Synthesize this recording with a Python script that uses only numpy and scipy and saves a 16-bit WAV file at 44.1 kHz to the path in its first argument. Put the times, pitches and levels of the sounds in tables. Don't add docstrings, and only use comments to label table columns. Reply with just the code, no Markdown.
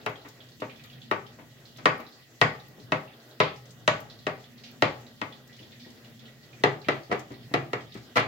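import sys
import numpy as np
from scipy import signal
from scipy.fft import rfft, irfft, next_fast_len
from scipy.io import wavfile
from scipy.ndimage import uniform_filter1d

SR = 44100
rng = np.random.default_rng(int(sys.argv[2]) if len(sys.argv) > 2 else 0)


def makeup_ratio(level_db):
    decades = np.asarray(level_db, float) / 20
    return 10 ** decades


def master_out(mix):
    frames = np.transpose(np.atleast_2d(mix))
    ceiling = np.clip(frames, -1, 1)
    pcm = np.round(ceiling * 32767).astype(np.int16)
    wavfile.write(sys.argv[1], SR, pcm)


N = 364707

# f/Hz, width/Hz, level/dB
HUM_MODES = [
    [(125.2, 18, 2), (150, 78, -9.5)],
    [(232.8, 32, -7), (251.3, 18, -10)],
]
# t/s, lower hum level/dB, upper hum level/dB
HUM_LEVELS = [(0.0, -59, -61), (0.39, -63, -67.5), (1.04, -55.5, -62), (1.7, -60, -66), (1.91, -47, -54),
              (2.14, -66, -67.5), (2.851, -53.5, -63.5), (3.129, -66, -67), (4.118, -55.5, -64),
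              (4.72, -59, -59), (5.57, -60, -63), (5.94, -59.5, -60.5), (6.42, -57.5, -64), (6.77, -61, -58),
              (6.96, -65, -68), (7.62, -52.5, -62), (7.95, -57, -63.5), (8.27, -66, -65)]
# f/Hz, density/dB per Hz
AIR_SPECTRUM = [(250, -12), (676, -15.5), (959, -25.5), (1880, -18.5), (2250, -23.5), (3350, -21),
                (8450, -31.5), (15800, -22.5)]
# f/Hz, t60/s, level/dB
WALL_TAIL = [(98, 0.47, 10), (300, 0.52, 2), (830, 0.52, 1.5), (2000, 0.37, 2.5), (3320, 0.47, -1.5),
             (6000, 0.44, -2.5), (11000, 0.12, -11)]
# t/s, level/dB
ECHOES = [(.0036, -24), (.0100, -11), (.0145, -22), (.0212, -15), (.029, -21), (.033, -20), (.038, -24),
          (.042, -25), (.050, -21)]
# t/s, peak level/dB, f/Hz
DROPS = [(0.0136, -46.5, 3680), (0.156, -42, 3200), (0.2159, -50, 4050), (0.404, -41, 3320),
         (0.5186, -47, 4340), (0.9293, -44, 3300), (1.0161, -40, 3370), (1.654, -42.5, 4150),
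         (2.0652, -43.5, 3900), (2.1226, -47, 4160), (2.598, -44, 3850), (2.799, -47, 4150),
         (3.1338, -48, 3440), (3.3104, -46, 3860), (3.56, -46.5, 4870), (3.691, -55, 4230),
         (4.0986, -37, 3970), (4.1894, -44.5, 4000), (4.4413, -45.5, 3420), (4.5795, -45.5, 4170),
         (4.6357, -53, 3350), (5.0654, -44, 3830), (5.323, -39.5, 3460), (5.5478, -51, 3730),
         (5.6273, -43.5, 3430), (5.7186, -42.5, 3600), (6.8157, -43.5, 4100), (7.0334, -45.5, 4500),
         (7.3404, -44.5, 3820), (7.9212, -39, 3720), (0.2808, -49, 3600), (1.7614, -44, 3510),
         (3.0769, -45.5, 2720), (3.1996, -49, 3950), (7.43, -50, 3150), (5.4964, -48.5, 1950),
         (5.845, -48, 1900), (6.28, -50, 1940), (7.33, -47, 1950)]
# t/s, peak level/dB, f/Hz
PLOPS = [(0.4663, -55, 3150), (0.6964, -40.5, 2414), (0.7943, -46, 2530), (0.8994, -45, 2930),
         (1.264, -45, 3110), (4.349, -56, 2370), (5.5273, -46.5, 3360), (5.7972, -52, 2390),
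         (6.045, -46.5, 2900), (6.1918, -45.5, 3400), (6.53, -47.5, 2450), (6.8463, -41.5, 2380),
         (7.8073, -46, 3230), (8.0294, -55, 3950), (5.5912, -45.5, 2940), (0.76, -50, 3400),
         (0.6, -47, 2700), (6.49, -60, 2600)]
# t/s, level/dB, low f/Hz, high f/Hz, t60/s
SPLASHES = [
    (2.125, -58.5, 4000, 5170, 1),
    (4.636, -45, 2000, 5760, 0.48),
    (5.798, -51, 2930, 5600, 0.89),
    (6.255, -51.5, 2460, 4280, 0.27),
    (6.43, -55, 3520, 5400, 0.18),
]
# t/s, peak level/dB, f/Hz, t60/s
BUMPS = [(0.598, -38, 300, 0.061), (2.697, -48, 314, 0.42), (2.778, -40, 373, 0.21),
         (7.952, -30, 330, 0.14), (5.599, -42, 290, 0.48), (5.86, -40.5, 347, 0.28),
         (6.607, -30.5, 170, 0.091), (6.87, -21, 150, 0.035), (7.095, -29, 300, 0.21),
         (7.31, -35, 300, 0.31), (7.513, -29, 300, 0.06)]
# t/s, peak level/dB, f/Hz, left over right/dB
TICKS = [(0.0947, -50, 13900, 7.5), (0.2853, -50, 14400, 12.0), (0.602, -52, 13100, 4.5),
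         (0.839, -53, 13900, 4.0), (0.8574, -52, 13500, -0.5), (1.7685, -49, 15630, 5.5),
         (1.9789, -51, 12600, 4.5), (2.0024, -45, 15400, 8), (2.0882, -56, 12900, 10.0),
         (2.6833, -50, 15000, 12.0), (3.167, -58, 13460, 9.0), (4.0028, -44, 14200, 11),
         (4.7127, -53, 14200, 13.0), (5.011, -57, 13600, 8.5), (5.4728, -56, 13400, 10.0),
         (5.9474, -57, 12400, 9.0), (7.1921, -49, 13600, 7), (7.9433, -52, 12900, 4.0),
         (8.1579, -45, 12500, 9), (8.1693, -40, 10600, 12)]
# t/s, peak level/dB, centre f/Hz
SNAPS = [(0.097, -51, 5350), (0.285, -42, 6660), (0.486, -44, 5090), (0.6012, -38, 5160),
         (0.836, -39.5, 5000), (1.6008, -54, 7390), (1.77, -42, 6040), (1.998, -43.5, 4960),
         (2.0883, -53, 5070), (2.6833, -55, 5040), (2.7666, -63, 5180), (3.1652, -54, 5100),
         (3.6544, -46, 6900), (3.7045, -40.5, 6740), (4.003, -44, 7000), (4.712, -49, 5540),
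         (5.4735, -50, 6890), (5.5636, -43, 5100), (5.9017, -42.5, 5120), (5.9464, -57, 5490),
         (6.595, -50, 7050), (7.192, -37.5, 7000), (7.318, -44, 5110), (7.94, -38.5, 4930),
         (7.9703, -42, 5130)]
# thud/dB, hollow knock/dB, crack/dB
CHOPS = [(0.062, -22.5, -19, -2.5, -3.5), (1.112, -19, -17, -3.5, -9.5), (1.856, -12, -20.5, -4, -2.5),
         (2.414, -10.5, -11, -4, 0), (2.92, -17, -16.5, -3.5, -5.5), (3.401, -15.5, -24, -1.5, -2),
         (3.877, -12.5, -20, -6, 1.5), (4.267, -21, -13, -5, -3), (4.822, -13, -31, -3.5, -2),
         (5.215, -25.5, -10.5, -4.5, -2.5), (6.637, -14.5, -8.5, -2.5, 0.5), (6.885, -18, -9.5, -2, -2),
         (7.539, -17, -4.5, -2.5, -1.5), (7.732, -24.5, -10, -2, -1)]
# middle modes/dB, lingering crunch/dB, top hiss/dB, left over right/dB
SPOTS = [(0, -36, 13, 3), (0, -33, 11, 2.5), (3, -30, -2, 2), (4, -39, 5, 2), (0, -27, -8, 2),
         (0, -10, -10, 2.5), (0, -19, -4, 2.5), (0, -31, -4, 2.5), (0, -17.5, 10, 2.5), (1, -23, -7, 2.5),
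         (3, -22, 7, 2), (3, -16.5, 3, 1.5), (1, -30, 4, 1.5), (3, -26, 0, 0)]
# t/s, peak level/dB,
# thud/dB, hollow knock/dB, crack/dB
TOUCHES = [(0.246, -37, -8, -3.5, -16), (0.618, -30.5, -15, 2.5, -16), (0.838, -41, -9, -36, -8),
           (1.385, -39, -2, -2.5, -10.5), (1.783, -37.5, -0.5, -4.5, 14), (1.995, -33.5, -8.5, -1, -16),
           (2.796, -56, 17.5, -8, -3), (3.404, -16.5, -27, -15, -6), (7.101, -34, -5, 2, -11),
           (7.516, -44, 2, -1, -15), (7.113, -21.5, -20, -1, -2), (7.123, -25, -9, 1, 3),
           (7.199, -61, 4, -8, -15), (7.302, -40, 8, 0.5, -15), (7.945, -38.5, -13, -15, -5),
           (7.966, -41, -1, -21, -7), (8.156, -21, -7, -10, 3), (8.162, -16, -26, -17.5, 0),
           (8.168, -13, -9, -9.5, 2.5), (8.176, -14.5, -19, -15, -6), (8.195, -25.5, -22, -4, 7),
           (2.02, -56, -3, 3, -6)]
# f/Hz, level/dB, t60/s
BOARD_MODES = [(359, 6, 0.16), (468, 3.5, 0.14), (592.4, 9, 0.058), (643, 11.5, 0.064), (764, -9.5, 0.042),
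               (989, 12, 0.037), (1159, 14, 0.045), (1305, 8.5, 0.066), (1477, 7.5, 0.18),
               (1902, 11, 0.051), (2090, -3, 0.065), (2600, 4.5, 0.036), (2860, -1, 0.055),
               (3746, 10, 0.014)]
# f/Hz, level/dB, t60/s
HEEL_MODES = [(337, 13.5, 0.083), (421, 2, 0.12), (482, 8.5, 0.13), (653, 10.5, 0.16), (780, -4.5, 0.041),
              (1173, 12, 0.047), (1309, 17, 0.027), (1380, 4, 0.089), (1932, 11.5, 0.05),
              (2000, 3.5, 0.051), (2217, -7, 0.025), (2100, -6, 0.029), (2770, 2.5, 0.14),
              (4160, -2, 0.021)]
# f/Hz, level/dB, t60/s
WORKTOP_MODES = [(120.3, 2.5, 0.23), (144, -9, 0.24), (269.6, -0.5, 0.18)]
# f/Hz, density/dB per Hz
RATTLE_SPECTRUM = [(60, -35), (120, 5.5), (300, -2), (1300, -11.5), (1660, -15), (1950, -9), (3600, -25.5),
                   (9000, -42)]
# t/s after the landing, signed size
KNOCK_PATHS = [(.003, 1.2), (.0065, -0.4), (.010, 1.2), (0.016, 0.46), (0.0192, -0.81), (.029, -0.18),
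               (.033, -0.27), (0.039, -0.57), (.042, .4), (.050, -0.014)]

MINCE_S = 6
KNOCK_HZ, MIDDLE_HZ = 850, 2000
SWELL_S, RING_S = 0.0034, .085


def table(rows, hz):
    f, v = np.transpose(rows)
    return np.interp(np.log(np.maximum(hz, 1)), np.log(f), v)


def unit(x):
    return x / np.sqrt(np.mean(x ** 2))


def shape(x, gain):
    n = next_fast_len(x.shape[-1])
    return irfft(rfft(x, n) * gain(np.fft.rfftfreq(n, 1 / SR)), n)[..., :x.shape[-1]]


def band(x, lo_hz, hi_hz):
    sos = signal.butter(2, [lo_hz, min(hi_hz, SR / 2.2)], "band", fs=SR, output="sos")
    return signal.sosfilt(sos, x)


def steep_band(x, lo_hz, hi_hz):
    return band(band(x, lo_hz, hi_hz), lo_hz, hi_hz)


def clock(length_s):
    return np.arange(int(length_s * SR)) / SR


def rise(t, rise_s):
    return np.minimum(t / rise_s, 1)


def fade(t, t60):
    return np.exp(-np.log(1000) * t / np.maximum(t60, .002))


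def pair(length, split_hz):
    mid, side = rng.standard_normal((2, length))
    side = shape(side, lambda f: 1 / np.sqrt(1 + (split_hz / (f + 1)) ** 3))
    ports = np.array([mid + side, mid - side])
    return shape(ports, lambda f: 1 / np.sqrt(1 + 1 / (1 + (split_hz / (f + 1)) ** 3)))


def add(out, s, sound, db, pan_db):
    i = int(s * SR)
    n = min(sound.shape[-1], N - i)
    out[:, i:i + n] += sound[..., :n] * makeup_ratio(db + np.array([[pan_db], [-pan_db]]) / 2)


def walk(rate):
    k = int(SR / rate)
    held = np.repeat(rng.standard_normal(N // k + 1), k)
    return 1.5 * uniform_filter1d(held, k)[:N]


def room_modes(group):
    def gain(f):
        return np.sqrt(sum(makeup_ratio(2 * db) / (1 + (2 * (f - hz) / width) ** 2) ** 2 for hz, width, db in group))
    return gain


def kitchen():
    s, lower_db, upper_db = np.transpose(HUM_LEVELS)
    t = np.arange(N) / SR
    lower_db = np.interp(t, s, lower_db)
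    upper_db = np.interp(t, s, upper_db + 61.5)
    hum = 0
    for group, db in zip(HUM_MODES, (lower_db, -61.5 + upper_db)):
        hum = hum + unit(shape(pair(N, 460), room_modes(group))) * makeup_ratio(db + 5.0 + 1.0 * walk(6.0))

    air = shape(pair(N, 1130), lambda f: makeup_ratio(table(AIR_SPECTRUM, f)))

    def part(lo, hi):
        return shape(air, lambda f: (f >= lo) * (f < hi))

    house = unit(part(280, 1700)) * makeup_ratio(-65 + 0.18 * upper_db + 6.5 + 2.2 * walk(14.0))
    whine = unit(band(air, 1860, 2020)) * makeup_ratio(-70.5 + 2 * walk(14))
    patter = 0
    for lo, hi in [(1700, 2800), (2800, 3900), (3900, 5400), (5400, 7900)]:
        patter = patter + part(lo, hi) * makeup_ratio(1.9 * walk(28))
    patter_db = -64.5 + 0.12 * upper_db + 6.5
    patter = unit(patter) * makeup_ratio(patter_db + np.array([[-.8], [.8]]))
    hiss = unit(part(7900, SR)) * makeup_ratio(-67 + 4 + .6 * walk(16) + np.array([[2], [-2]]))
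    rumble = unit(band(air, 45, 95)) * makeup_ratio(-76 + 2.5 * walk(3))
    return hum + house + whine + patter + hiss + rumble


def diffuse_tail(t):
    corner, t60, db = np.transpose(WALL_TAIL)
    noise, tail = pair(len(t), 1250), 0
    for hz in 70 * 2. ** np.arange(0, 8, .5):
        band_t60, band_db = (np.interp(np.log(hz), np.log(corner), v) for v in (t60, db))
        gap_s = 0.0062 * min(hz / 4000, 1)
        opening = np.clip((t - gap_s) / .002, 0, 1)
        tail = tail + band(noise, hz / 2 ** .25, hz * 2 ** .25) * fade(t, band_t60) * makeup_ratio(band_db) * opening
    cupboard = band(noise, 790 / 1.05, 790 * 1.05) * fade(t, 0.45) * makeup_ratio(-4)
    tail = tail + cupboard * rise(t, 0.16)
    lines = rfft(tail)
    size = np.abs(lines)
    return irfft(lines * np.sqrt(uniform_filter1d(size, size=24) / size), len(t))


def walls(x, wet_db, count=2):
    t, out = clock(.37), 0
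    place = (np.arange(N) / SR > MINCE_S) % count
    for k in range(count):
        answer = diffuse_tail(t) * rise(t, 0.0015) * fade(t, 0.95) * makeup_ratio(wet_db)
        for j, (s, echo_db) in enumerate(ECHOES):
            blur = np.hanning(3 + int(s * SR / 120))
            left = int(s * SR)
            right = left + 9 * (-1) ** j
            for port, i in enumerate([left, right]):
                answer[port, i:i + len(blur)] += makeup_ratio(echo_db) * blur / blur.sum()
        out = out + signal.oaconvolve(x * (place == k), answer, axes=1)[:, :N]
    return out


def drops():
    out, t = np.zeros((2, N)), clock(.15)
    for rows, (spray_db, t60, octaves) in [(DROPS, (-11, 0.29, 0.53)), (PLOPS, (-7.5, 0.27, 0.92))]:
        for s, db, hz in rows:
            tone = np.sin(2 * np.pi * hz * t + np.array([[0], [.8]])) * fade(t, .035 * (3400 / hz) ** 2)
            noise = pair(len(t), 900)
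            blurred = unit(band(noise[:, ::-1], 0.95 * hz, 1.16 * hz)) * fade(t, .07)
            plink = 0.78 * tone + 0.32 * blurred
            lo, hi = hz * 2 ** (-.35 * octaves - .05), hz * 2 ** (octaves + 0.055)
            spray = unit(band(band(noise, lo, hi), 0.49 * lo, 0.78 * hi)) * fade(t, t60)
            drop = plink + makeup_ratio(spray_db) * spray * rise(t, 0.0012)
            add(out, s, drop * rise(t, 0.00065), db + 0.44, -2.5)
    for s, db, lo_hz, hi_hz, t60 in SPLASHES:
        splash = unit(steep_band(pair(len(t), 900), lo_hz, hi_hz)) * fade(t, t60)
        add(out, s, splash * np.cos(np.pi * t / .3), db, -2.5)
    return out


def bumps():
    out, t = np.zeros((2, N)), clock(.2)
    for s, db, hz, t60 in BUMPS:
        dull = unit(band(pair(len(t), 950), 0.03 * hz, 1.25 * hz))
        swing = np.sin(2 * np.pi * hz * t) * fade(t, 0.024)
        add(out, s, (swing + .5 * dull * fade(t, t60)) * rise(t, 0.0031), db, 2.5)
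    return out


def ticks():
    out, t = np.zeros((2, N)), clock(.05)
    for s, db, hz, pan_db in TICKS:
        grains = pair(len(t), 900) * makeup_ratio(2.8 * rng.standard_normal(len(t)))
        grit = unit(band(grains, 0.88 * hz, 1.15 * hz))
        add(out, s, grit * rise(t, 0.001) * (fade(t, 0.023) + 0.2 * fade(t, 0.17)), db - 2.5, pan_db)
    return out


def garlic():
    out, t = np.zeros((2, N)), clock(.08)
    for s, db, hz in SNAPS:
        noise = pair(len(t), 900)
        snap = unit(0.95 * band(noise, 3000, 7200) + 1.6 * band(noise, 0.67 * hz, 1.05 * hz))
        add(out, s, snap * fade(t, 0.079) * rise(t, 0.0028), db - 7.5, 5.5)
    return out


def ring(modes, t, skew, scatter_db, lift_db):
    hz, db, t60 = np.transpose(modes)[:, :, None]
    chance = rng.standard_normal((2, len(modes), 1))
    turn = 2 * np.pi * hz * (1 + 0.003 * chance[0]) * t
    swell = np.minimum(t / SWELL_S * (1 + (hz / KNOCK_HZ) ** 4), 1)
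    sign = (-1) ** np.arange(1, len(modes) + 1)[:, None]
    size = makeup_ratio(db + lift_db + scatter_db * chance[1]) * fade(t, np.minimum(t60, RING_S)) * swell * sign
    return np.array([np.sum(size * np.sin(turn), axis=0), np.sum(size * np.sin(turn - skew), axis=0)])


def edge_click(t):
    touch = np.zeros((2, len(t)))
    for lag_s, left, right in [(.0002, 0.51, 0.16), (.0007, 0.54, 1), (.0017, 0.26, 0.56)]:
        touch[:, int(lag_s * SR)] = left, right
    click = band(touch, 2560, 3780)
    return click / np.max(np.abs(click))


def hollow_slap(t):
    paths = np.zeros(len(t))
    for lag_s, size in KNOCK_PATHS:
        paths[int(lag_s * SR)] = size
    knock = np.sin(2 * np.pi * 590 * t) * fade(t, 0.0064)
    return signal.fftconvolve(paths, knock)[:len(t)]


def board_body(t, modes, habit, knock_db, middle_db, ring_db, rattle_db):
    hz = np.array(modes)[:, :1]
    skew = 2 * np.pi * hz * 0.00028 + 1.92 * np.sin(hz / 170) * np.minimum(hz / 1400, 1)

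    def tilt(f):
        hollow = (knock_db + 3.0) / (1 + (f / KNOCK_HZ) ** 6)
        bass_cut = 14 / (1 + (f / 260) ** 6)
        return hollow - bass_cut + middle_db / (1 + ((f - MIDDLE_HZ) / 500) ** 4)

    noise = .5 * habit + 1.263 * pair(len(t), 1060)
    rattle = shape(noise, lambda f: makeup_ratio(table(RATTLE_SPECTRUM, f) + tilt(f) + 25.5))
    rattle = rattle * rise(t, SWELL_S) * (fade(t, 0.054) + 0.38 * fade(t, 0.26))
    return makeup_ratio(ring_db) * ring(modes, t, skew, 1.6, tilt(hz)) + makeup_ratio(rattle_db) * rattle


def crunch(t, grit):
    grains = np.repeat(rng.standard_normal(len(t) // 60), 60)
    return unit(steep_band(grit * makeup_ratio(2.1 * grains), 1800, 4400)) * fade(t, 0.28)


def blade(rows, spots, rise_s, ring_db, rattle_db, click_db, top_db, slap_db):
    out, t = np.zeros((2, N)), clock(.2)
    click, slap = edge_click(t), hollow_slap(t)
    habit = pair(len(t), 1500)
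    lead = clock(.014)
    for (s, db, thud_db, knock_db, crack_db), (middle_db, crunch_db, hiss_db, pan_db) in zip(rows, spots):
        modes = BOARD_MODES if s < MINCE_S else HEEL_MODES
        body = board_body(t, modes, habit, knock_db, middle_db, ring_db, rattle_db)
        thud = ring(WORKTOP_MODES, t, 0.57, 1, thud_db)
        grit = pair(len(t), 1200)
        crack = unit(band(grit[:, ::-1], 2670, 5380)) * (fade(t, 0.024) + 0.027 * fade(t, 0.05))
        top = unit(band(grit, 9300, 18300)) * (np.exp(-(t / 0.002) ** 2) + 0.01 * fade(t, .06))
        top = top * rise(t, 0.0021) * np.array([[1.3], [.75]])
        edge = makeup_ratio(crack_db + click_db - 4.9 * (s > MINCE_S)) * click
        edge = edge + makeup_ratio(crack_db - 5) * crack
        edge = edge + makeup_ratio(top_db + hiss_db + .35 * crack_db) * top
        body = band(body * makeup_ratio(-3.0) + makeup_ratio(knock_db + slap_db) * slap, 41, 6000)
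        body = body + makeup_ratio(crunch_db) * crunch(t, grit)
        crush = unit(band(grit[:, -len(lead):], 1200, 18100)) * lead / .014
        add(out, s - .014, crush, db - 44, 3.0)
        onset = rise(t, rise_s if db > -33 else .014)
        add(out, s, onset * (body + thud + edge), db - 0.93, pan_db)
    return out


def scene():
    chops = blade(CHOPS, SPOTS, 0.00046, ring_db=-10.0, rattle_db=-7.0,
                  click_db=7.5, top_db=-23.0, slap_db=5.0)
    usual_spot = (0.5, -21, 2, 1.5)
    touches = blade(TOUCHES, [usual_spot] * len(TOUCHES), 0.004, ring_db=-10.0, rattle_db=-6.5,
                    click_db=0, top_db=-28.0, slap_db=-6.5)
    near = chops + touches + garlic() + ticks() + bumps()
    far = drops()
    heard = near + walls(near, wet_db=-27.0) + far + walls(far, wet_db=-27.0, count=1)
    bass_cut = signal.butter(4, 88, "high", fs=SR, output="sos")
    return signal.sosfilt(bass_cut, heard) + kitchen()


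def band_limit(x):
    return signal.sosfilt(signal.butter(12, 16800, fs=SR, output="sos"), x)


def record(dry):
    rounded = 1.1 * np.tanh(dry / 1.3)
    top_cut = signal.ellip(8, .2, 40, 15900, fs=SR, output="sos")
    mix = signal.sosfilt(top_cut, rounded)
    return band_limit(mix)


dry = scene()
out = record(dry)
master_out(out)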